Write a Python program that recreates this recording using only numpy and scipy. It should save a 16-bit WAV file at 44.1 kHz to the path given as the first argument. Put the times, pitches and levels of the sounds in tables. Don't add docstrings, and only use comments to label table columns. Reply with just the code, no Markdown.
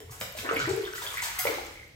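import sys
import numpy as np
from scipy import signal
from scipy.fft import rfft, irfft
from scipy.io import wavfile

SR = 44100
rng = np.random.default_rng(int(sys.argv[2]) if len(sys.argv) > 2 else 0)


def volts_from_decibels(level):
    exponent = np.asarray(level, float) / 20
    return 10 ** exponent


def to_wav(s):
    ch = np.atleast_2d(s).T
    pcm = np.round(np.clip(ch, -1, 1) * 32767)
    wavfile.write(sys.argv[1], SR, pcm.astype(np.int16))


N = 85995

# f/Hz, level/dB per Hz
HOUSE_NOISE = [(42, -4.5), (120, -8), (200, -28), (400, -22), (1000, -41), (2200, -28), (5000, -35),
               (16000, -49)]
# t/s, level/dB, f/Hz
TUB_HUM = [(.05, -66, 90.4), (0.107, -44.5, 93.1), (.16, -66, 85.7), (.215, -52, 131.9), (.3, -60.5, 90.4),
           (0.518, -52, 89.5), (0.621, -44.5, 146.4), (0.724, -37.5, 132.3), (0.821, -65, 104.1),
           (1.401, -70, 88.6), (1.469, -47.5, 160.4), (1.56, -71, 88.5)]
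# t/s, level/dB, centre f/Hz, width/octaves, length/s
SPLASH_EVENTS = [(.003, -33, 6700, 4.8, 0.0014), (.003, -43.5, 390, 0.82, 0.012),
                 (0.104, -41, 9200, 1.05, 0.032), (0.113, -48.5, 740, 1.45, 0.031),
                 (0.2, -30, 12600, 0.73, 0.0098), (0.211, -25.5, 1140, 2.74, 0.0034),
                 (.213, -32, 890, 1.3, 0.0035), (0.364, -34, 4260, 7.8, 0.028),
                 (0.385, -34.5, 3300, 0.91, 0.011), (0.445, -36, 1280, 0.72, 0.023),
                 (0.494, -33, 1770, 0.91, 0.008), (0.423, -37, 360, 0.94, 0.045),
                 (0.501, -35, 500, 0.98, 0.039), (0.598, -33.5, 4240, 0.51, 0.01),
                 (0.658, -43.5, 716, 0.39, 0.08), (0.69, -36, 5140, 1.2, 0.011),
                 (0.945, -35.5, 7260, 2.4, 0.031), (1.003, -35.5, 11100, 3.3, 0.05),
                 (1.011, -46, 507, 0.89, 0.057), (1.22, -31, 7550, 0.52, 0.007),
                 (1.224, -28.5, 6900, 3.5, 0.024), (1.236, -28.5, 6230, 1, 0.0063),
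                 (1.386, -19, 12730, 0.55, 0.011), (1.39, -22.5, 6800, 1.35, 0.0049),
                 (1.452, -24.5, 610, 0.79, 0.0057), (1.469, -25.5, 1400, 1.7, 0.0033),
                 (1.5, -40.5, 298, 0.48, 0.057)]
# t/s, level/dB, f/Hz
DROPLET_TICKS = [(.004, -55, 14300), (.323, -33.5, 13100), (.412, -38, 14500), (0.542, -31, 13200),
                 (0.568, -33, 11400), (0.774, -43, 14400), (0.549, -35, 4620), (0.794, -42, 6300),
                 (.87, -41, 5440), (.928, -40, 8700), (.932, -37, 5900), (0.942, -37, 13900),
                 (.964, -42, 6000), (0.968, -35, 7700), (0.98, -35, 7400), (1.027, -38, 5900),
                 (1.073, -32.5, 4600), (1.127, -37, 7600), (1.195, -35, 5230), (1.252, -38, 5900),
                 (1.046, -36, 7500), (1.177, -33, 13400), (1.665, -35.5, 7460), (1.66, -48, 14300),
                 (1.709, -51, 10100), (1.878, -54, 13240)]
# t/s, level/dB
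AGITATION = [(0.0, -92), (0.087, -55.5), (0.292, -49.5), (0.444, -48), (0.564, -35.5), (0.754, -43),
             (0.994, -46), (1.14, -37), (1.39, -38.5), (1.475, -35), (1.852, -62.5), (1.95, -103)]
# t/s, level/dB, f/Hz, left-right level/dB
LOW_BLIPS = [(0.674, -23.5, 321, 3), (0.687, -24, 359, 5), (0.698, -25.5, 384.4, 9),
             (0.709, -21, 405, 9), (0.735, -22.5, 393, -7), (0.746, -27.5, 383, 12),
             (0.764, -30, 414, 5), (0.777, -22, 414, 12.5), (0.797, -19.5, 412, -2.5),
             (0.809, -28.5, 381, 13), (0.837, -23.5, 399, 2), (0.867, -27.5, 378, -0.5),
             (0.885, -31.5, 385, 6), (0.902, -39, 402, -2), (0.93, -46, 415, -10),
             (0.961, -40.5, 424, -1), (1.499, -27, 446, 13), (1.517, -35, 490, 1),
             (1.543, -43, 486, 0.5), (0.444, -36.5, 320, 14), (0.488, -31, 301, -2),
             (0.565, -27.5, 290, 0.5), (0.59, -32.5, 280, 6), (0.211, -37.5, 186, 3.5),
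             (0.271, -46, 183, 0.5), (0.39, -41, 212, 2), (0.534, -38, 190, 0.5),
             (1.49, -32.5, 315, 4)]
# t/s, level/dB, f/Hz
BIG_BUBBLES = [
    (0.349, -34, 611),
    (0.509, -19, 441),
    (0.545, -29.5, 472),
    (0.62, -32, 408),
    (1.4501, -19.5, 484),
]
MEDIUM_BUBBLES = [(0.677, -32, 990), (1.018, -33.5, 960), (1.14, -32, 1080), (1.224, -29.5, 955),
                  (1.25, -36, 910), (1.285, -33.5, 924), (1.27, -38.5, 690), (1.335, -45, 794),
                  (1.478, -28.5, 690), (0.52, -28, 672), (0.641, -29, 1316), (1.583, -27.5, 800)]
SMALL_BUBBLES = [(0.4888, -25.5, 1248), (0.49, -24, 1510), (0.494, -24.5, 1223), (0.51, -26.5, 1307),
                 (0.524, -30.5, 1520), (0.61, -30.5, 1530), (0.6, -23, 1443), (0.875, -31.5, 1556),
                 (0.89, -48, 1590), (0.935, -31.5, 1494), (0.9559, -32.5, 1420), (1.0369, -33, 1670),
                 (1.07, -36.5, 1610)]
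SMALLER_BUBBLES = [(0.462, -32.5, 1850), (0.49, -31, 2740), (0.5648, -25.5, 2296), (0.568, -20.5, 2280),
                   (0.655, -27, 1935), (0.9798, -32.5, 1930), (1.1715, -26.5, 1997), (1.18, -29, 2280),
                   (1.19, -30, 1910), (1.203, -28, 2204), (1.222, -32.5, 2030), (1.2999, -37, 2200),
                   (1.3875, -28.5, 2060), (1.397, -28, 2010), (1.407, -34, 2070), (1.415, -37, 2100),
                   (1.4534, -28.5, 2050), (1.4696, -23.5, 2157), (1.475, -23, 2284), (1.493, -42, 2080),
                   (1.757, -44, 2100), (1.774, -41, 2220), (1.797, -40, 2145), (1.83, -42, 2080),
                   (1.87, -58, 2150)]
TINY_BUBBLES = [
    (0.387, -32.5, 2596),
    (0.841, -38.5, 3160),
    (0.852, -32.5, 3550),
    (0.86, -35.5, 3180),
    (1.0241, -34.5, 3610),
    (1.0653, -27.5, 3320),
    (1.074, -30, 3550),
    (1.086, -32, 3170),
    (1.105, -34.5, 3490),
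    (1.511, -37, 4430),
]
# f/Hz, level/dB
TUB_TONE = [(400, 1.5), (2100, 5.5), (2700, 4.5), (5000, 1.5), (7600, 2), (10000, -5), (12800, -1.5),
            (16000, -3.5)]
# f/Hz, side-mid level/dB
STEREO_WIDTH = [(60, -31), (150, -6.5), (380, -5), (950, 0), (2380, 1.5), (5980, -0.5), (15000, -17)]
# f/Hz, left-right level/dB
LEFT_LEVEL = [(240, 0.5), (950, 1), (3770, -1.5), (15000, 3)]
# f/Hz, left lead/radians
LEFT_LEAD = [(150, 0.11), (1500, 1.85), (7000, 1), (14000, 0.77)]
# f/Hz, fade/s
ROOM_FADE = [(150, 1), (400, 0.98), (1000, 0.68), (2200, .95), (5000, 0.95), (12000, 0.61)]


def evened(x):
    return x / np.sqrt(np.mean(x ** 2) + 1e-20)


def read(points, hz):
    f, value = np.transpose(points)
    return np.interp(np.log(hz + 1), np.log(f + 1), value)


def add(mix, s, sound):
    part = mix[..., round(s * SR):][..., :sound.shape[-1]]
    part += sound[..., :part.shape[-1]]


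def coloured(x, law):
    size = x.shape[-1]
    return irfft(rfft(x) * volts_from_decibels(law(np.fft.rfftfreq(size, 1 / SR) + 1)), size)


def spread(pair, fall):
    hz, t, z = signal.stft(pair, SR, nperseg=512)
    z = z * volts_from_decibels(fall(t, hz[:, None]))
    width_db = read(STEREO_WIDTH, hz)[:, None]
    mid, side = z[0], z[1] * volts_from_decibels(width_db)
    z = np.array([mid + side, mid - side]) / np.sqrt(1 + volts_from_decibels(2 * width_db))
    z = z * volts_from_decibels(np.array([0.5, -0.5])[:, None] * read(LEFT_LEVEL, hz))[..., None]
    return signal.istft(z, SR, nperseg=512)[1]


def bubble(db, hz, cycles, glide):
    u = np.arange(0, 2.8 * cycles, hz / SR)
    rise = np.sin(np.pi / 2 * np.minimum(u / 2, 1)) ** 2
    fade = np.exp(-3.5 * u / cycles)
    return volts_from_decibels(db) * rise * fade * np.sin(2 * np.pi * u * (1 + glide * u / cycles / 2))


def swarm(per_s, low_hz, high_hz, cycles, spread_db, tilt_db):
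    out = np.zeros(N)
    when, size, pitch, ring = rng.random((8000, 4)).T
    t = np.cumsum(-np.log(when + 1e-9)) / per_s
    hz = low_hz * (high_hz / low_hz) ** pitch
    db = spread_db * np.minimum(-np.log(size + 1e-9), 5) + tilt_db * np.log2(hz / 3000)
    for k in np.flatnonzero(t < N / SR):
        add(out, t[k], bubble(db[k], hz[k], cycles * (0.5 + ring[k]), 0.26))
    return evened(out)


def stirred(x):
    s, db = np.transpose(AGITATION)
    return volts_from_decibels(np.interp(np.arange(N) / SR, s, db)) * x


def house():
    noise = rng.standard_normal((2, N + 512))
    rumble = spread(noise, lambda t, hz: read(HOUSE_NOISE, hz) + 0 * t)[:, :N]
    return volts_from_decibels(-52.5) * evened(rumble)


def tub():
    s, db, hz = np.transpose(TUB_HUM)
    t = np.arange(N) / SR
    r = np.exp(-np.pi * 30 / SR)
    moving_mode = (np.interp(t, s, hz), 0)
    fixed_mode = (np.full(N, 112), -3)
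    hum = 0
    for pitch, lift_db in (moving_mode, fixed_mode):
        noise = rng.standard_normal(N) + 1j * rng.standard_normal(N)
        wander = signal.lfilter([1], np.convolve([1, -r], [1, -r]), noise)
        tone = np.exp(2j * np.pi * np.cumsum(pitch) / SR)
        hum = hum + volts_from_decibels(lift_db) * evened((tone * wander).real)
    return volts_from_decibels(np.interp(t, s, db)) * hum


def splashes():
    out, t = np.zeros(N), np.arange(8192) / SR
    for s, db, centre_hz, width, length in SPLASH_EVENTS:
        hiss = rng.standard_normal(len(t))
        drop_db = 2.5 * np.minimum(rng.exponential(1, len(t)), 4)
        grit = hiss * volts_from_decibels(drop_db)
        spray = coloured(grit, lambda hz: -6 * (np.log2(hz / centre_hz) / width) ** 2)
        shape = np.minimum(t / (0.35 * abs(length)), 1) * np.exp(-t / abs(length))
        add(out, s, volts_from_decibels(db + 2.5) * shape * evened(spray))
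    return out


def ticks():
    crackle = swarm(110, 4000, 15500, cycles=5, spread_db=3.5, tilt_db=1.5)
    out = stirred(volts_from_decibels(-16) * crackle)
    t, peak_s = np.arange(600) / SR, 0.0009
    shape = (t / peak_s) * np.exp(1 - t / peak_s)
    for s, db, hz in DROPLET_TICKS:
        add(out, s, volts_from_decibels(db - 2.5) * shape * np.sin(2 * np.pi * hz * t))
    return out


def churn():
    plinks = swarm(400, 900, 5000, cycles=11, spread_db=2.8, tilt_db=-1.5)
    fizz = swarm(1500, 1930, 16100, cycles=2.8, spread_db=4, tilt_db=4.5)
    return stirred(volts_from_decibels(-7) * plinks + volts_from_decibels(-6.5) * fizz)


def gurgles():
    out, t = np.zeros((2, N)), np.arange(0, 0.09, 1 / SR)
    peak_s, rise_per_s = 0.0072, 0.72
    shape = (t / peak_s) ** 2 * np.exp(2 - 2 * t / peak_s)
    for s, db, hz, pan in LOW_BLIPS:
        blip = shape * np.sin(2 * np.pi * hz * t * (1 + rise_per_s * t))
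        side_db = np.array([[pan / 2], [-pan / 2]])
        add(out, s - 0.004, volts_from_decibels(db - 3.5 + side_db) * blip)
    long_ring = bubble(-36.5, 745, cycles=70, glide=-0.07)
    add(out, 1.392, long_ring[None])
    return out


def bubbles():
    out, glide = np.zeros(N), 0.084
    for s, db, hz in BIG_BUBBLES + MEDIUM_BUBBLES + SMALL_BUBBLES + SMALLER_BUBBLES + TINY_BUBBLES:
        cycles = 16.3 * (hz / 1000) ** 0.55
        add(out, s, bubble(db + 5, hz * (1 - glide / 4), cycles, glide))
    return out


def through_shallow_water(x):
    return coloured(x, lambda hz: read(TUB_TONE, hz) - 10 * np.log10(1 + (290 / hz) ** 10))


def direct(x):
    hz, side = np.fft.rfftfreq(N, 1 / SR), np.array([[0.5], [-0.5]])
    level = volts_from_decibels(side * read(LEFT_LEVEL, hz))
    lead = np.exp(1j * side * read(LEFT_LEAD, hz))
    return irfft(rfft(x) * level * lead, N)


def bathroom(x):
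    def fall(u, hz):
        return -60 * u / read(ROOM_FADE, hz) + 6.6 * np.exp(-u / 0.064)

    out, t = np.zeros((2, N)), np.arange(N) / SR
    for k in range(3):
        taps = np.zeros((2, SR))
        at = np.arange(200, SR - 20, 20) + rng.integers(0, 20, (2, (SR - 201) // 20))
        np.put_along_axis(taps, at, rng.choice([-1.0, 1.0], at.shape), 1)
        tail = spread(taps, fall)
        turn = np.sqrt(2 / 3) * np.cos(2 * np.pi * (5.3 * t + k / 3))
        out += signal.fftconvolve((x * turn)[None], tail / np.linalg.norm(tail[0]), axes=1)[:, :N]
    return out


def scene():
    spray = through_shallow_water(splashes() + churn())
    drops, blips = ticks(), gurgles()
    rings = through_shallow_water(bubbles())
    near = direct(volts_from_decibels(-5) * (rings + spray) + drops) + blips
    sent = spray + volts_from_decibels(-5) * rings + volts_from_decibels(-7) * drops + volts_from_decibels(-7) * blips.mean(0)
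    return near + volts_from_decibels(-0.5) * bathroom(sent) + tub() + house()


def top_cut(x):
    return signal.sosfilt(signal.butter(12, 16800, fs=SR, output="sos"), x)


def record(dry):
    low_cut = signal.butter(7, 37, "high", fs=SR, output="sos")
    treble_cut = signal.firwin(511, 15900, window=("kaiser", 9), fs=SR)
    mix = signal.oaconvolve(signal.sosfilt(low_cut, dry), treble_cut[None], "same")
    return top_cut(mix)


dry = scene()
out = record(dry)
to_wav(out)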